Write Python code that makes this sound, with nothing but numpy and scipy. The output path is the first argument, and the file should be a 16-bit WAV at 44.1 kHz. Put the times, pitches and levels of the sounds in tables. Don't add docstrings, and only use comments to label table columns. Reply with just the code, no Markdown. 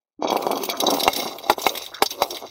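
import sys
import numpy as np
from scipy import signal
from scipy.fft import rfft, irfft
from scipy.io import wavfile

SR = 44100
rng = np.random.default_rng(int(sys.argv[2]) if len(sys.argv) > 2 else 0)


def transcribe(signal):
    frames = np.atleast_2d(signal).T
    limited = np.clip(frames, -1, 1)
    pcm = np.round(limited * 32767).astype(np.int16)
    wavfile.write(sys.argv[1], SR, pcm)


N = 110250
TIME = np.arange(N) / SR

# (time [s], push [dB], thud [dB], thud pitch [Hz], hollow clunk [dB], crack [dB],
# low glass [dB], high glass [dB], grit [dB])
LANDINGS = [(1.0780, 8.5, 0, 772, -17, -41, -4, -14, -23.5),
            (1.4984, -20, 2.5, 848, -11, -8.5, -45, -15.5, -16.5),
            (1.666, -1, -2.5, 774, -14, -24, -15, -17.5, -18.5),
            (2.0230, 1.5, -1, 803, -9.5, -9.5, -18, -12.5, -16),
            (2.2206, 0.5, -6, 783, -42, -16, -23.5, -17, -19.5)]
# (time [s], rumble [dB], glass chatter [dB], grit hiss [dB])
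ROLL_LEVELS = [(0.179, -99, -105, -110), (0.197, -57, -97, -100), (0.222, -43, -37, -80),
               (0.248, -23, -36.5, -91), (.32, -24.5, -50.5, -47), (0.404, -26.5, -41.5, -46),
               (.445, -27.5, -47.5, -45), (0.531, -23, -38.5, -49.5), (0.659, -35.5, -46, -37),
               (.72, -33, -35.5, -59), (0.789, -36, -49, -48), (0.838, -23, -36, -55),
               (.89, -23, -35.5, -40), (.915, -24.5, -34, -37), (.95, -22.5, -31, -32.5),
               (1.06, -29.5, -34.5, -44.5), (1.132, -41, -39.5, -44), (1.18, -29.5, -31, -31.5),
               (1.259, -26.5, -35, -38.5), (1.33, -37.5, -37, -49), (1.43, -42, -48.5, -53.5),
               (1.49, -33.5, -36.5, -47), (1.536, -35, -35, -45), (1.558, -56, -89, -63),
               (1.588, -33, -31.5, -37), (1.688, -36, -64, -34.5), (1.741, -39, -43, -44.5),
               (1.80, -36.5, -37.5, -45), (1.86, -54, -41, -40.5), (1.90, -43, -48.5, -56),
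               (1.975, -54.5, -49.5, -60), (2.017, -37.5, -39.5, -65), (2.078, -62, -71, -57),
               (2.118, -39, -33.5, -32), (2.168, -44.5, -51, -52), (2.233, -20.5, -31, -43.5),
               (2.278, -45.5, -57, -41), (2.319, -34, -43, -41.5), (2.37, -36, -36, -46),
               (2.405, -46, -49, -47.5), (2.442, -30, -47.5, -58), (2.5, -58.5, -45, -58)]
# (time [s], level [dB])
BUMPS = [(0.2241, -8), (0.2461, -8), (0.2496, -9), (0.3002, -10), (0.3193, -4.5), (.3285, -4.5),
         (0.3412, -31), (0.349, -14), (0.3585, -5), (0.3626, -8), (0.4667, -4), (0.4719, -8),
         (0.5058, -7.5), (0.5104, -8.5), (0.5314, -11.5), (0.5695, -12), (0.635, -16), (0.69, -11.5),
         (0.8284, -16), (0.836, -5.5), (0.8433, -35), (.8668, -23), (0.8804, -8), (0.8855, -3),
         (.8906, -34), (0.9266, -10), (0.932, -11), (0.9383, -21), (0.9843, -10.5), (1.0656, -7.5),
         (1.5146, -9.5), (1.581, -13), (1.751, -22), (2.3073, -28), (2.328, -21), (2.424, -23.5),
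         (2.454, -28)]
# (time [s], ring [dB], grit [dB], ring tilt [dB/octave])
TICKS = [(.2735, -24, -70, -13.5), (0.2822, -19, -60, 2.5), (.304, -17.5, -34, -4), (0.326, -24, -28, -11),
         (0.3675, -25.5, -24.5, -9), (0.4242, -37, -26, -11), (0.466, -26.5, -33, -7),
         (0.514, -17, -22, -5), (.556, -25.5, -87, 7), (.575, -27, -28.5, 8), (0.6353, -27.5, -23, 17),
         (0.653, -41, -25.5, 2), (0.692, -23, -33, -9), (.6987, -16.5, -19, 1), (0.77, -25.5, -35, 1.5),
         (0.803, -8, -15.5, -4), (0.8368, -33, -28.5, 27), (0.8676, -10, -31, -8), (0.9029, -20, -19.5, -6),
         (0.905, -25.5, -24.5, 27), (0.9394, -26, -22.5, 26), (0.9978, -21, -24, 0), (1.005, -17, -24, -11),
         (1.0349, -13, -15, 6), (1.1326, -14, -20.5, 2), (1.1624, -18, -17.5, 7),
         (1.3857, -28.5, -31.5, -28), (1.6181, -30, -21.5, 22), (1.64, -22.5, -52, -1),
         (1.658, -20, -29, 2), (1.6927, -18, -33, 2), (1.7529, -24, -23.5, -24), (1.775, -18, -22, -7),
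         (1.821, -25, -52, 6), (1.863, -24.5, -34, -19), (1.9447, -23, -41, -14), (2.06, -12.5, -26, 4.5),
         (2.1063, -20.5, -26.5, 9), (2.111, -25, -42, 0), (2.307, -20.5, -26, 3), (2.3462, -25.5, -33, -15),
         (2.369, -26, -31, -30.5)]
# (frequency [multiple of the thud pitch], level [dB], t60 [s])
THUD_MODES = [(0.752, -13, 0.06), (1.001, -3, 0.037), (1.13, -6.5, .03), (1.308, -4.5, 0.016),
              (1.62, -15, 0.046)]
# (frequency [Hz], level [dB], t60 [s])
HOLLOW_MODES = [(286.4, -18, 0.18), (391, -7.5, 0.029), (581, -11, 0.047), (693.6, -8.5, .08),
                (818, -8, 0.054)]
# (frequency [Hz], level [dB], t60 [s])
FIRST_JAR_MODES = [(2274, -5, 0.03), (2650, -5.5, 0.0052), (3316, -2, 0.03), (3854, -3, 0.024),
                   (4560, -2.5, 0.037), (5360, -5, 0.016), (5916, -2, 0.021), (6400, -6.5, 0.026)]
# (frequency [Hz], level [dB], t60 [s])
SECOND_JAR_MODES = [(2170, 2, 0.031), (2380, -9, 0.022), (2795, -0.5, 0.016), (3260, -9, 0.018),
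                    (3658, 2, 0.015), (3934, 0.5, 0.021), (4690, -3, 0.03), (5000, -13, 0.017),
                    (5270, -7, 0.014), (5520, -4.5, 0.028), (6170, -2, 0.014)]
# (frequency [Hz], level [dB])
GRIT_EQ = [(300, -10), (1700, -9.5), (2600, 4), (4200, 1.5), (6300, -1.5), (7600, -3.5), (9500, -2.5),
           (11300, -2), (13000, 3), (15500, 1.5)]
# (delay [s], level [dB])
ECHOES = [(.0043, -26), (.0078, -23), (0.0175, -31.5)]
# (start [s], length [s], band centre [Hz], level [dB])
CAWS = [(0.705, 0.077, 1185, -31), (1.914, 0.1, 1420, -40.5)]

SECOND_JAR_FROM_S = 0.79
LOW_GLASS_BELOW_HZ = 3000
CRUSH_LEAD_S = (SR // 200) / SR


def landings(ring_db=-2):
    times, push_db, thud_db, pitch, clunk_db, crack_db, low_db, high_db, spray_db = np.transpose(LANDINGS)
    blows = place(times, from_db(push_db))
    contacts = crushes(len(times), decay_s=0.0031, click=0.71, lead=0.35)
    push = from_db(-6.5) * soft_contact(blows, low_hz=318, high_hz=1466)
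    ground = from_db(-41.5) * soft_contact(blows, low_hz=25.5, high_hz=173)
    thud = ring(place(times, from_db(clunk_db)), hz=433, t60=0.051)
    for at, level, hz in zip(times, thud_db, pitch):
        for ratio, mode_db, t60 in THUD_MODES:
            thud += ring(place([at], [from_db(level + mode_db)]), ratio * hz, t60)
    thud = cut(cut(thud, hz=2040, kind="low"), hz=270, kind="high")
    crack_noise = rms_one(cut(rng.standard_normal(N), hz=[1080, 3080], kind="band"))
    crack = bursts(times, crack_db, decay_s=0.0034) * crack_noise
    wall = 0
    for k, (hz, mode_db, t60) in enumerate(SECOND_JAR_MODES):
        level = ring_db + mode_db + (low_db if hz < LOW_GLASS_BELOW_HZ else high_db)
        wall += (-1) ** k * glass(strike(times, level, contacts), hz, t60)
    spray = bursts(times, spray_db, decay_s=0.011) * grit(per_s=10000, spread_db=2.5)
    return push + ground - thud + crack + wall + spray


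def rolling():
    times, *faders = np.transpose(ROLL_LEVELS)
    rumble_gain, chatter_gain, hiss_gain = [from_db(np.interp(TIME, times, db)) for db in faders]
    jolts = rms_one(soft_contact(grains(per_s=380, spread_db=1.5), low_hz=260, high_hz=1127))
    body = jolts + sum(from_db(db) * rms_one(ring(jolts, hz, t60) * flicker(per_s=18, spread_db=8))
                       for hz, db, t60 in HOLLOW_MODES)
    away = np.interp(TIME, [1.25, 2.1], [0, 1])
    near = rms_one(cut(body, hz=171, kind="high", order=3))
    far = rms_one(cut(body, hz=298, kind="high", order=4))
    rumble = np.sqrt(1 - away) * near + np.sqrt(away) * far
    wall = np.where(TIME < SECOND_JAR_FROM_S,
                    chatter(FIRST_JAR_MODES, low_db=4), chatter(SECOND_JAR_MODES, low_db=-8.5))
    hiss = flicker(per_s=110, spread_db=1) * grit(per_s=7200, spread_db=0.5)
    return rumble_gain * rumble + chatter_gain * wall + hiss_gain * hiss


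def bumps(hollow_db=-19):
    times, db = np.transpose(BUMPS)
    scatter_db = 3 * rng.standard_normal((len(times), len(HOLLOW_MODES)))
    hollow = 0
    for k, (hz, mode_db, t60) in enumerate(HOLLOW_MODES):
        level = db + hollow_db + mode_db + scatter_db[:, k]
        hollow += (-1) ** k * ring(place(times, from_db(level)), hz, t60)
    knocks = soft_contact(place(times, from_db(db)), low_hz=333, high_hz=1019)
    return knocks + cut(hollow, hz=[220, 1100], kind="band")


def ticks(rows, modes, low_db, ring_db, grit_db):
    times, db, spray_db, tilt = np.transpose(rows)
    contacts = crushes(len(times), decay_s=0.007, click=0.56, lead=0.27)
    scatter_db = 2.5 * rng.standard_normal((len(times), len(modes)))
    spray = bursts(times, spray_db + grit_db, decay_s=0.0071) * grit(per_s=4300, spread_db=3)
    wall = 0
    for k, (hz, mode_db, t60) in enumerate(modes):
        tone_db = tilt * np.log2(hz / 4200) + low_db * (hz < LOW_GLASS_BELOW_HZ)
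        level = db + ring_db + mode_db + tone_db + scatter_db[:, k]
        wall += (-1) ** k * glass(strike(times, level, contacts), hz, t60)
    return spray + wall


def chatter(modes, low_db):
    sand = grains(per_s=2500, spread_db=4.5) * flicker(per_s=90, spread_db=5.5)
    wall = 0
    for k, (hz, mode_db, t60) in enumerate(modes):
        level = mode_db + low_db * (hz < LOW_GLASS_BELOW_HZ)
        wall += (-1) ** k * from_db(level) * glass(sand, hz, t60)
    return rms_one(wall)


def glass(x, hz, t60):
    return ring(x, hz, t60) + from_db(-42) * ring(x, hz, t60=0.08)


def grit(per_s, spread_db):
    hz, db = np.transpose(GRIT_EQ)
    bins = np.fft.rfftfreq(N, 1 / SR)
    eq = from_db(np.interp(np.log(bins + 1), np.log(hz), db))
    spectrum = rfft(grains(per_s, spread_db)) * eq
    centres_hz, step_hz = np.linspace(0, 17000, 34, retstep=True)
    crackle = 0
    for centre in centres_hz:
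        band = np.maximum(1 - np.abs(bins - centre) / step_hz, 0)
        crackle += irfft(spectrum * band, N) * flicker(per_s=35, spread_db=6)
    return rms_one(crackle)


def nudge():
    touch = place(times=[0.191], gains=[from_db(-31)])
    return cut(ring(touch, hz=301.6, t60=0.6), hz=[200, 600], kind="band")


def stairway(x, tail_db=-29, tail_t60=0.16):
    delays, db = np.transpose(ECHOES)
    tail = cut(rng.standard_normal(N), hz=7000, kind="low")
    tail *= from_db(-60 * TIME / tail_t60) * (TIME > delays[0])
    response = place(delays, from_db(db)) + from_db(tail_db) * tail / np.linalg.norm(tail)
    return x + signal.fftconvolve(x, response)[:N]


def caws():
    out = 0
    for start, length, hz, db in CAWS:
        rasp = rng.standard_normal(N) * flicker(per_s=180, spread_db=3.5)
        throat = rms_one(cut(rasp, hz * np.exp([-0.15, 0.15]), "band"))
        swell = np.sin(np.pi * np.clip((TIME - start) / length, 0, 1))
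        out += from_db(db) * swell * throat
    return out


def air(level_db=-61, start_s=0.17, fade_s=0.036):
    noise = cut(cut(rng.standard_normal(N), hz=130, kind="low"), hz=35, kind="high")
    return from_db(level_db) * rms_one(noise) * np.clip((TIME - start_s) / fade_s, 0, 1)


def soft_contact(clicks, low_hz, high_hz):
    swing = cut(cut(signal.unit_impulse(2048), high_hz, "low", order=8), low_hz, "high")
    return -signal.fftconvolve(clicks, swing / np.abs(swing).max())[:N]


def crushes(count, decay_s, click, lead):
    t = TIME[:SR // 20] - CRUSH_LEAD_S
    envelope = np.exp(-np.abs(t) / decay_s / np.where(t < 0, lead, 1))
    crumble = rng.standard_normal((count, len(t))) * envelope
    return click * (t == 0) + 0.9 * crumble / np.linalg.norm(crumble, axis=1, keepdims=True)


def strike(times, db, contacts):
    return place(times - CRUSH_LEAD_S, from_db(db), contacts)


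def bursts(times, db, decay_s, rise_s=0.0019, lead_s=0.0018):
    t = TIME[:SR // 8]
    shape = (1 - np.exp(-t / rise_s)) * np.exp(-t / decay_s)
    return signal.fftconvolve(place(times - lead_s, from_db(db)), shape)[:N]


def grains(per_s, spread_db):
    clicks = (rng.random(N) < per_s / SR) * rng.choice([-1, 1], N)
    return clicks * from_db(spread_db * np.minimum(rng.exponential(1, N), 4))


def flicker(per_s, spread_db):
    return from_db(spread_db * np.interp(TIME * per_s, np.arange(2000), rng.standard_normal(2000)))


def place(times, gains, shapes=None):
    if shapes is None:
        shapes = np.ones((len(times), 1))
    out = np.zeros(N + SR)
    for at, gain, shape in zip(times, gains, shapes):
        start = int(at * SR)
        out[start:start + len(shape)] += gain * shape
    return out[:N]


def ring(x, hz, t60):
    decay, angle = from_db(-60 / (t60 * SR)), 2 * np.pi * hz / SR
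    return signal.lfilter([0, np.sin(angle)], [1, -2 * decay * np.cos(angle), decay ** 2], x + 1e-18)


def cut(x, hz, kind, order=2):
    return signal.sosfilt(signal.butter(order, hz, kind, fs=SR, output="sos"), x + 1e-18)


def rms_one(x):
    return x / np.sqrt(np.mean(x ** 2) + 1e-20)


def from_db(db):
    return 10 ** (np.asarray(db) / 20)


def scene():
    first_rows = [row for row in TICKS if row[0] < SECOND_JAR_FROM_S]
    second_rows = [row for row in TICKS if row[0] >= SECOND_JAR_FROM_S]
    first_ticks = ticks(first_rows, FIRST_JAR_MODES, low_db=-2, ring_db=-3, grit_db=1.5)
    second_ticks = ticks(second_rows, SECOND_JAR_MODES, low_db=-27, ring_db=-4, grit_db=0.5)
    jars = nudge() + rolling() + bumps() + first_ticks + second_ticks + landings()
    return (stairway(jars) + caws() + air())[None]


def record(dry, ceiling=0.86, low_cut_hz=55, high_cut_hz=15700):
    rounded = cut(ceiling * np.tanh(dry / ceiling), low_cut_hz, "high", order=1)
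    return signal.sosfilt(signal.ellip(10, 0.2, 75, high_cut_hz, fs=SR, output="sos"), rounded)


dry = scene()
out = record(dry)
transcribe(out)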